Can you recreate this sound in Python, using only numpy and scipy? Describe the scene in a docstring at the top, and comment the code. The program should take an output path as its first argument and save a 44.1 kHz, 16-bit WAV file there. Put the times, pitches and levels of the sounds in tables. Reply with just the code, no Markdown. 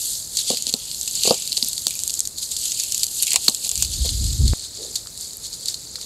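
"""Outdoors, close to one microphone, hands crush lumps of dry cement over a basin of muddy water.
Each squeeze breaks many tiny grains, heard as a crunch over hissing powder, and lumps crack with sharp
snaps. Larger pieces drop in and knock the filled basin with dull plops; later the mud sloshes and pops.
A gust rumbles on the microphone for most of a second and stops dead. Faint air lies behind it all."""
import sys
import numpy as np
from scipy import signal
from scipy.fft import rfft, irfft, next_fast_len
from scipy.io import wavfile
from scipy.ndimage import uniform_filter1d

SR = 44100
rng = np.random.default_rng(int(sys.argv[2]) if len(sys.argv) > 2 else 0)


def output_pcm(signal):
    """Save a mono or channel-first signal as 16-bit PCM at the path in sys.argv[1].

    Samples are clipped to [-1, 1] before scaling.
    """
    pcm = np.clip(np.atleast_2d(signal).T, -1, 1) * 32767
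    wavfile.write(sys.argv[1], SR, np.round(pcm).astype(np.int16))


N = 266805

# steady grinding between the fingers: (time [s], level [dB])
GRINDING = [(0, -28.5), (0.28, -39.5), (0.45, -37), (1.1, -29), (2.17, -31), (2.29, -38), (2.36, -39),
            (2.6, -29.5), (2.95, -29.5), (3.1, -33.5), (3.9, -32), (4.25, -30), (4.72, -39), (4.93, -35),
            (5.05, -39), (5.4, -42.5), (5.65, -37), (6.05, -37)]
# a lump gives way under a squeeze: (time of peak [s], level [dB], swell [s], fade [s])
SQUEEZES = [(0.12, -25.5, 0.33, 0.13), (0.395, -19.5, 0.039, 0.034), (0.49, -19.5, 0.028, 0.081),
            (0.694, -20.5, 0.017, 0.0088), (1.16, -24, 0.018, 0.064), (1.264, -16.5, 0.037, 0.062),
            (1.571, -21, 0.0072, 0.017), (1.684, -24.5, .03, 0.017), (2.15, -31, 0.023, 0.065),
            (2.385, -23.5, .01, 0.012), (2.43, -22.5, 0.014, .025), (2.52, -23, 0.0095, 0.016),
            (2.656, -25, 0.098, 0.13), (2.799, -24, 0.025, 0.027), (3.02, -26.5, 0.089, 0.023),
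            (3.2, -23.5, 0.086, 0.081), (3.315, -24.5, 0.05, 0.035), (3.448, -25.5, 0.049, 0.1),
            (3.651, -22, .02, 0.032), (3.82, -25.5, 0.086, .05), (3.936, -24.5, 0.023, 0.036),
            (4.063, -24.5, 0.062, 0.076), (4.33, -29.5, 0.17, 0.046), (4.475, -28, 0.071, 0.1),
            (4.654, -30.5, 0.055, 0.019), (4.77, -32.5, 0.035, 0.026), (4.83, -30.5, 0.022, 0.054),
            (4.968, -29.5, 0.028, 0.027), (5.223, -31, 0.053, 0.13), (5.456, -27.5, .025, 0.026),
            (5.537, -27.5, 0.016, 0.018), (5.63, -34, 0.042, 0.013), (5.686, -24.5, 0.025, 0.036),
            (6.025, -34, 0.015, 0.03)]
# how fine the cement is: (time [s], treble tilt [dB per octave], pitch of the largest grains [Hz])
GRAIN_FINENESS = [(0.0, 3, 3070), (0.26, 1.7, 3600), (0.5, -0.5, 3080), (0.88, -2.5, 2950),
                  (0.98, 0.5, 3140), (1.4, -2, 2730), (1.8, 0.5, 3350), (1.92, 0.5, 2580), (2.33, 0, 3770),
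                  (2.82, 0.2, 2720), (3.19, 3.5, 3140), (3.34, -1, 2040), (3.41, 0.5, 3100),
                  (3.81, 2.5, 2630), (3.89, -2, 3270), (4.7, -5.5, 3670), (5.24, -1, 3720),
                  (6.05, -6, 3820)]
# basic tone of the crunch: (frequency [Hz], relative level [dB])
CRUNCH_SPECTRUM = [(300, -40), (1000, -18), (1600, -9.5), (2300, -5), (3200, -7.5), (3800, -4), (4450, 2),
                   (5600, -7), (7000, 3), (8200, 0.5), (9700, -6), (11400, -5), (13500, -12), (15300, -31)]
# the loud cracks: (time [s], level [dB], pitch of the fragment [Hz], level of loose crumbs [dB])
LOUD_CRACKS = [(0.3706, -13, 6100, -15), (0.5023, -13.5, 5250, -22), (0.5714, -16.5, 4400, -18.5),
               (0.6233, -16.5, 6900, -24.5), (0.668, -14, 5470, -25), (0.727, -20, 6300, -29),
               (0.739, -8.5, 5240, -18), (0.9144, -20.5, 5400, -28), (0.9462, -22.5, 5500, -35),
               (1.0124, -17, 7200, -37), (1.0308, -21, 7200, -38), (1.077, -26, 5830, -17),
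               (1.1113, -24, 6900, -32), (1.1533, -17, 7200, -36), (1.235, -9.5, 5300, -21),
               (1.2748, -13, 4700, -15), (1.296, -12, 4740, -29), (1.3082, -10.5, 4400, -18),
               (1.422, -22, 5850, -30), (1.476, -18, 5470, -29), (1.5202, -14, 4400, -28),
               (1.5283, -14.5, 5200, -25), (1.5703, -12, 4700, -27), (1.5761, -12, 5240, -28),
               (1.6265, -8, 4400, -18), (1.6468, -18.5, 8600, -35), (1.6857, -16, 11000, -32),
               (1.7316, -18.5, 6100, -25), (1.7793, -15.5, 5300, -23), (1.8686, -8.5, 5550, -23),
               (1.8818, -18, 7200, -24), (1.9075, -21, 7200, -21.5), (1.9539, -22, 10000, -31),
               (1.9912, -18, 6540, -29), (2.0005, -24, 7400, -34), (2.0358, -14.5, 7250, -37),
               (2.0777, -14, 7700, -25), (2.0958, -28, 6300, -19), (2.1048, -18.5, 6500, -33),
               (2.14, -16, 7200, -26), (2.193, -14, 7900, -42), (2.2044, -10.5, 7200, -38),
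               (2.253, -23, 7200, -22.5), (2.2742, -17, 7800, -39), (2.5654, -27, 6300, -18.5),
               (2.655, -19.5, 7000, -23), (2.7196, -15, 6540, -23), (2.799, -15.5, 6900, -17.5),
               (2.8362, -19, 8300, -19.5), (2.922, -13.5, 7240, -21), (2.9463, -14, 7200, -20),
               (2.9788, -16, 8000, -28), (3.0326, -11.5, 5670, -13.5), (3.0412, -18, 8500, -19),
               (3.0668, -18, 6040, -34), (3.2246, -7.5, 11200, -16.5), (3.2313, -14, 9300, -14),
               (3.2685, -15.5, 6050, -18), (3.2791, -22, 8200, -18), (3.3063, -13.5, 6500, -21),
               (3.3185, -16, 4600, -15), (3.3327, -9.5, 8200, -23), (3.3408, -22, 6200, -18),
               (3.3588, -1.5, 6900, -9.5), (3.4818, 3.5, 4640, -11.5), (3.4848, -8, 5340, -27),
               (3.4975, -16.5, 7400, -37), (3.5475, -15, 7200, -22), (3.6922, -15, 6700, -18),
               (3.7148, -14.5, 6300, -24), (3.7562, -15, 6350, -24.5), (3.777, -15.5, 6460, -35),
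               (3.8242, -7.5, 6900, -12), (3.8477, -30, 5730, -17), (4.0913, -14.5, 5100, -19.5),
               (4.4795, -17, 5470, -22), (4.9556, -21, 4700, -18.5), (4.959, -18.5, 6650, -18),
               (5.0714, -30, 5330, -31), (5.176, -28.5, 5600, -35), (5.2104, -25, 6950, -35),
               (5.333, -28, 7300, -36), (5.37, -27, 11000, -40), (5.6581, -20.5, 5870, -33),
               (5.684, -18.5, 5700, -20), (5.7429, -19.5, 5270, -25), (5.9564, -23, 4800, -24.5),
               (6.013, -27, 5530, -28)]
# fixed high resonances, probably of the microphone, that colour each snap:
# (pitch [Hz], width [Hz], relative level [dB])
MICROPHONE_RESONANCES = [(4423, 930, -1.5), (7245, 3250, 0.5), (10680, 4200, 0.5)]
# pieces that drop into the water: (time [s], level [dB], centre pitch of the knock [Hz])
FALLING_PIECES = [(0.5028, -9, 420), (0.531, -18.5, 400), (0.669, -26.5, 336), (0.69, -30.5, 310),
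                  (0.7394, -15, 330), (1.252, -15, 510), (1.2748, -6, 515), (1.295, -17.5, 444),
                  (1.3081, 2, 503), (1.578, -30, 586), (1.627, -23, 209), (1.657, -32.5, 210),
                  (1.869, -27, 427), (3.335, -34, 750), (3.342, -25, 750), (3.358, -16.5, 834),
                  (3.4841, -16.5, 313), (3.487, -20.5, 810), (3.661, -31.5, 586), (3.718, -34, 600),
                  (3.824, -33.5, 800), (4.048, -23, 432), (4.058, -22, 430)]
# the ways the filled basin rings: (pitch [Hz], relative level [dB], time to fade by 60 dB [s])
BASIN_RESONANCES = [(237, 0.5, 0.038), (484, 7, 0.014), (677, -3, .024), (1082, 5.5, 0.014)]
# soft sloshing of the mud: (time [s], level [dB])
SLOSH_LEVELS = [(4.75, -85), (4.79, -45.5), (4.86, -42), (4.92, -53), (5.0, -67), (6.05, -60)]
# small wet pops: (time [s], peak level [dB])
MUD_POPS = [(5.06, -37), (5.072, -37.5), (5.955, -43), (5.984, -37.5)]
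# wind on the microphone: (time [s], level [dB])
GUST_LEVELS = [(3.66, -77), (3.72, -55), (3.79, -32), (3.96, -33.5), (4.015, -16.5), (4.06, -27.5),
               (4.25, -19.5), (4.38, -27), (4.415, -11), (4.54, -18)]
# tone of the wind's rumble: (frequency [Hz], relative level [dB])
WIND_SPECTRUM = [(20, -41), (33, -10), (47, -2), (62, 3), (80, -5), (120, -10), (165, -19.5), (300, -30),
                 (600, -51), (2000, -84), (8000, -92)]
# tone of the outdoor air: (frequency [Hz], relative level [dB])
AIR_SPECTRUM = [(20, -30), (40, 0.5), (65, 1.5), (120, -1), (250, -7), (500, -10.5), (1000, -18.5),
                (2000, -22), (6000, -21.5), (16000, -27)]


def crunch(pressure, steady, cracks, clump_db, powder_db, crumbs_db, scatter_db, leak_db):
    """Grains break in clumps over hissing powder; fine dust is brighter, coarse grit reaches lower."""
    shower = np.hypot(pressure, crumb_showers(cracks, rise_s=0.00021, fade_s=0.042)) - pressure
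    # a surge breaks off coarser grit: each doubling of the crunch makes it duller and lower
    doublings = np.log2((pressure + shower) / steady)
    tilt, edge_hz = in_time(GRAIN_FINENESS)
    tilt = tilt - 1.47 * doublings
    edge_hz = edge_hz * 2 ** (-0.027 * doublings)
    breaking = grains(per_s=3800, spread_db=-1.5, largest=12.0) * from_db(clump_db * drift(170))
    # a crumb collapses in a burst of noise about 2 ms long
    collapses = np.abs(grains(per_s=180, spread_db=6.0, largest=0.98))
    bursts = signal.lfilter([1], [1, -np.exp(-1 / (0.0018 * SR))], collapses + 1e-18)
    crumbs = from_db(crumbs_db) * unit_power(bursts * rng.standard_normal(N))
    powder = from_db(powder_db) * rng.standard_normal(N)
    source = colour(breaking + crumbs + powder, CRUNCH_SPECTRUM)
    # every grain has its own tone, so overlapping pitch bands waver separately
    centres_hz = np.geomspace(1400, 14000, num=17)
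    size = next_fast_len(N, real=True)
    spectrum, grit = rfft(source, size), 0
    log_hz = np.log(np.linspace(1, SR / 2, len(spectrum)))
    for hz, share in zip(centres_hz, np.eye(len(centres_hz))):
        band = irfft(spectrum * np.interp(log_hz, np.log(centres_hz), share), size)[:N]
        # almost nothing rings below the pitch of the largest grains
        above_edge = np.sqrt(1 / (1 + (edge_hz / hz) ** 20) + from_db(leak_db) ** 2)
        band_db = tilt * np.log2(max(hz, 3000) / 6500) + scatter_db * drift(120)
        grit = grit + band * above_edge * from_db(band_db)
    # the hand's pressure sets how much breaks; a shower is denser and more even
    out = pressure * levelled(grit, size=1300) + shower * levelled(grit, size=130)
    return cut(out, 620, "high", order=2)


def hand_pressure():
    """Squeezes swell and fade on top of steady grinding; gives the total and the steady part."""
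    t = np.arange(N) / SR
    steady = from_db(in_time(GRINDING)[0])
    power = steady ** 2
    for s, db, swell_s, fade_s in SQUEEZES:
        squeeze = from_db(db) * np.exp(-np.maximum((s - t) / swell_s, (t - s) / fade_s))
        power = power + squeeze ** 2
    return np.sqrt(power), steady


def grains(per_s, spread_db, largest):
    """Tiny breaks click at random moments, each with a random strength."""
    sizes = from_db(spread_db * np.minimum(rng.exponential(1, N), largest)) * rng.choice([-1, 1], N)
    return unit_power(sizes * (rng.random(N) < per_s / SR))


def crumb_showers(cracks, rise_s, fade_s):
    """Strength of the crumbs each crack lets go: it swells at once, then falls 60 dB in fade_s."""
    power, t = np.zeros(N), np.arange(SR // 20) / SR
    for s, *_, crumbs_db in cracks:
        shower = from_db(crumbs_db - 60 * t / fade_s) * (1 - np.exp(-t / rise_s))
        add(power, s, shower ** 2)
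    return np.sqrt(power)


def snaps(cracks, detune, fall_db_per_octave, ping_db):
    """A crack's quick pushes set off high resonances, probably of the microphone, for an instant."""
    out = np.zeros(N)
    for (s, db, fragment_hz, _), chance in zip(cracks, rng.standard_normal((len(cracks), 4))):
        pushes = crack_steps(count=5, mean_gap_s=0.0007, step_loss_db=7)
        # the resonance nearest the fragment's pitch is pushed hardest
        octaves_off = np.abs(np.log2(np.array(MICROPHONE_RESONANCES)[:, 0] / fragment_hz))
        levels_db = db - fall_db_per_octave * (octaves_off - octaves_off.min())
        for k, (hz, width_hz, ring_db) in enumerate(MICROPHONE_RESONANCES):
            pitch = hz + detune * width_hz * chance[k]
            ring = double_resonance(pushes, pitch, width_hz)
            ring = ring / np.std(ring[:SR // 500])  # the first 2 ms set the level
            add(out, s, np.sign(chance[-1]) * from_db(levels_db[k] + ring_db) * ring)
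    # the lowest resonance lingers as a short ping
    out = out + from_db(ping_db) * resonance(out, MICROPHONE_RESONANCES[0][0], width_hz=180)
    return cut(cut(out, 1230, "high", order=3), 13100, "low", order=4)


def crack_steps(count, mean_gap_s, step_loss_db):
    """The pushes of one crack: a first break, then weaker ones at uneven gaps."""
    pushes, luck = np.zeros(SR // 100), rng.random((count, 2))
    gaps_s = mean_gap_s * (.5 + luck[:, 0])
    at = np.minimum((np.cumsum(gaps_s) - gaps_s[0]) * SR, len(pushes) - 1).astype(int)
    pushes[at] = from_db(-step_loss_db * np.arange(count)) * np.sign(luck[:, 1] - .5)
    return pushes


def small_cracks(pressure, most_per_s, firm_db, pitch_hz, crumbs_db):
    """Small cracks come by chance, more often and louder under a firm squeeze; rows like LOUD_CRACKS."""
    step = SR // 200
    moments = np.arange(0, N, step)
    luck, chance = rng.random(len(moments)), rng.standard_normal((len(moments), 2))
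    per_s = most_per_s * np.minimum(pressure[moments] / from_db(firm_db), 1) ** 2
    db = 20 * np.log10(pressure[moments]) - 0.5 * chance[:, 0]
    hz = pitch_hz * 2 ** (0.1 * chance[:, 1])
    return np.column_stack([moments / SR, db, hz, db + crumbs_db])[luck < per_s * step / SR]


def basin_echoes(x, echo_db, fade_s):
    """Hands, water surface and basin wall throw back a short spray of echoes."""
    t = np.arange(SR // 12) / SR
    echoes = rng.standard_normal(len(t)) * from_db(-60 * t / fade_s) * (t > .001)
    return x + from_db(echo_db) * signal.fftconvolve(x, echoes / np.linalg.norm(echoes))[:N]


def plops(rise_s, reach_octaves, churn_db, churn_fade_s):
    """A falling piece knocks the filled basin, big ones at low pitches; the water churns briefly."""
    out, t = np.zeros(N), np.arange(SR // 8) / SR
    for s, db, centre_hz in FALLING_PIECES:
        churn = unit_power(resonance(rng.standard_normal(len(t)), centre_hz, width_hz=270))
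        knock = from_db(churn_db - 60 * t / churn_fade_s) * churn
        for hz, ring_db, fade_s in BASIN_RESONANCES:
            share = np.exp(-.5 * (np.log2(hz / centre_hz) / reach_octaves) ** 2)
            tone = np.sin(2 * np.pi * hz * rng.normal(1, 0.036) * t)
            knock += share * from_db(ring_db - 60 * t / fade_s) * tone
        add(out, s, from_db(db) * (1 - np.exp(-t / rise_s)) * knock)
    return cut(cut(out, 1140, "low", order=5), 89, "high", order=2)


def wind(end_s, click_db, click_s):
    """Swirls of air push on the microphone; the rumble stops dead with a click."""
    level_db, = in_time(GUST_LEVELS)
    swirls = from_db(level_db) * levelled(colour(rng.standard_normal(N), WIND_SPECTRUM), size=2600)
    left_s = end_s - np.arange(N) / SR
    click = np.exp(-(left_s / click_s) ** 2)
    pressure = (swirls * (1 - click) - from_db(click_db) * click) * (left_s > 0)
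    return cut(cut(pressure, 2800, "low", order=2), 26, "high", order=1)


def slosh(hz, width_hz):
    """The muddy water stirs with a low, hollow sound."""
    level_db, = in_time(SLOSH_LEVELS)
    return from_db(level_db) * unit_power(double_resonance(rng.standard_normal(N), hz, width_hz))


def mud_pops(hz, width_hz):
    """Each small wet pop in the mud is one click that rings for an instant."""
    out = np.zeros(N)
    ring = double_resonance(signal.unit_impulse(SR // 50), hz, width_hz)
    for s, db in MUD_POPS:
        add(out, s, from_db(db) * ring / np.abs(ring).max())
    return out


def outdoor_air(level_db):
    """The open air is a faint, steady rumble and hiss."""
    return from_db(level_db) * colour(rng.standard_normal(N), AIR_SPECTRUM)


def from_db(db):
    """Turn decibels into a number to multiply by."""
    return 10 ** (np.asarray(db) / 20)


def unit_power(x):
    """Scale a sound to an average power of 1."""
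    return x / np.sqrt(np.mean(x ** 2) + 1e-20)


def levelled(x, size):
    """Even out a sound so every stretch of size samples has a power near 1."""
    return x / np.sqrt(uniform_filter1d(x ** 2, size=size) + 1e-9)


def in_time(rows):
    """Join a table's points with straight lines: one curve for each column after the time."""
    s, *columns = np.transpose(rows)
    return [np.interp(np.arange(N) / SR, s, column) for column in columns]


def add(out, s, sound):
    """Mix a sound in at time s."""
    at = max(0, round(s * SR))
    out[at:at + len(sound)] += sound[:max(0, N - at)]


def drift(hz):
    """A smooth random wobble of typical size 1; a higher hz makes it faster."""
    r = np.exp(-40 * np.pi * hz / SR)  # one value for every 20 samples
    slow = signal.lfilter([1], [1, -2 * r, r * r], rng.standard_normal(N // 20 + 2002))[2000:]
    return np.interp(np.arange(N) / 20, np.arange(len(slow)), unit_power(slow))


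def colour(x, spectrum):
    """Give a sound the tone in a spectrum table, at a power of 1."""
    size = next_fast_len(N + 8192, real=True)
    hz, db = np.transpose(spectrum)
    gain = from_db(np.interp(np.log(np.arange(size // 2 + 1) * SR / size + 1), np.log(hz), db))
    # minimum phase: the filter rings only after a click, never before it
    cepstrum = irfft(np.log(gain), size)
    cepstrum[1:size // 2] *= 2
    cepstrum[size // 2 + 1:] = 0
    return unit_power(irfft(rfft(x, size) * np.exp(rfft(cepstrum)), size)[:N])


def resonance(x, hz, width_hz):
    """Make a sound ring at one pitch; a narrower width rings longer."""
    r = np.exp(-np.pi * width_hz / SR)
    feedback = [1, -2 * r * np.cos(2 * np.pi * hz / SR), r * r]
    return signal.lfilter(np.array([1, 0, -1]) * (1 - r * r) / 2, feedback, x + 1e-18)


def double_resonance(x, hz, width_hz):
    """The same resonance twice, so less gets through away from its pitch."""
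    return resonance(resonance(x, hz, width_hz), hz, width_hz)


def cut(x, hz, keep, order):
    """Keep the "low" or "high" side of hz; a higher order cuts more steeply."""
    return signal.sosfilt(signal.butter(order, hz, keep, fs=SR, output="sos"), x + 1e-18)


def scene():
    """Cement, water and air, the same on both channels."""
    pressure, steady = hand_pressure()
    small = small_cracks(pressure, most_per_s=3.6, firm_db=-25, pitch_hz=6670, crumbs_db=4.5)
    cracks = np.vstack([LOUD_CRACKS, small])
    cement = crunch(pressure, steady, cracks,
                    clump_db=2.0, powder_db=2.5, crumbs_db=-4.5, scatter_db=3.0, leak_db=-22.5)
    water = plops(rise_s=0.0019, reach_octaves=0.64, churn_db=-18.5, churn_fade_s=0.11)
    mud = slosh(hz=425, width_hz=200) + mud_pops(hz=1240, width_hz=610)
    air = outdoor_air(level_db=-48)
    gust = wind(end_s=4.5345, click_db=-12, click_s=0.0014)
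    snapping = snaps(cracks, detune=0.094, fall_db_per_octave=23.5, ping_db=-18)
    snapping = basin_echoes(snapping, echo_db=-21, fade_s=0.057)
    return np.tile(cement + snapping + water + mud + gust + air, (2, 1))


def record(dry):
    """The loudest cracks overload the input, and the treble above 15600 Hz is cut."""
    clipped = np.clip(dry, -1, 1)
    return signal.sosfilt(signal.ellip(10, .1, 80, 15600, fs=SR, output="sos"), clipped)


dry = scene()
out = record(dry)
output_pcm(out)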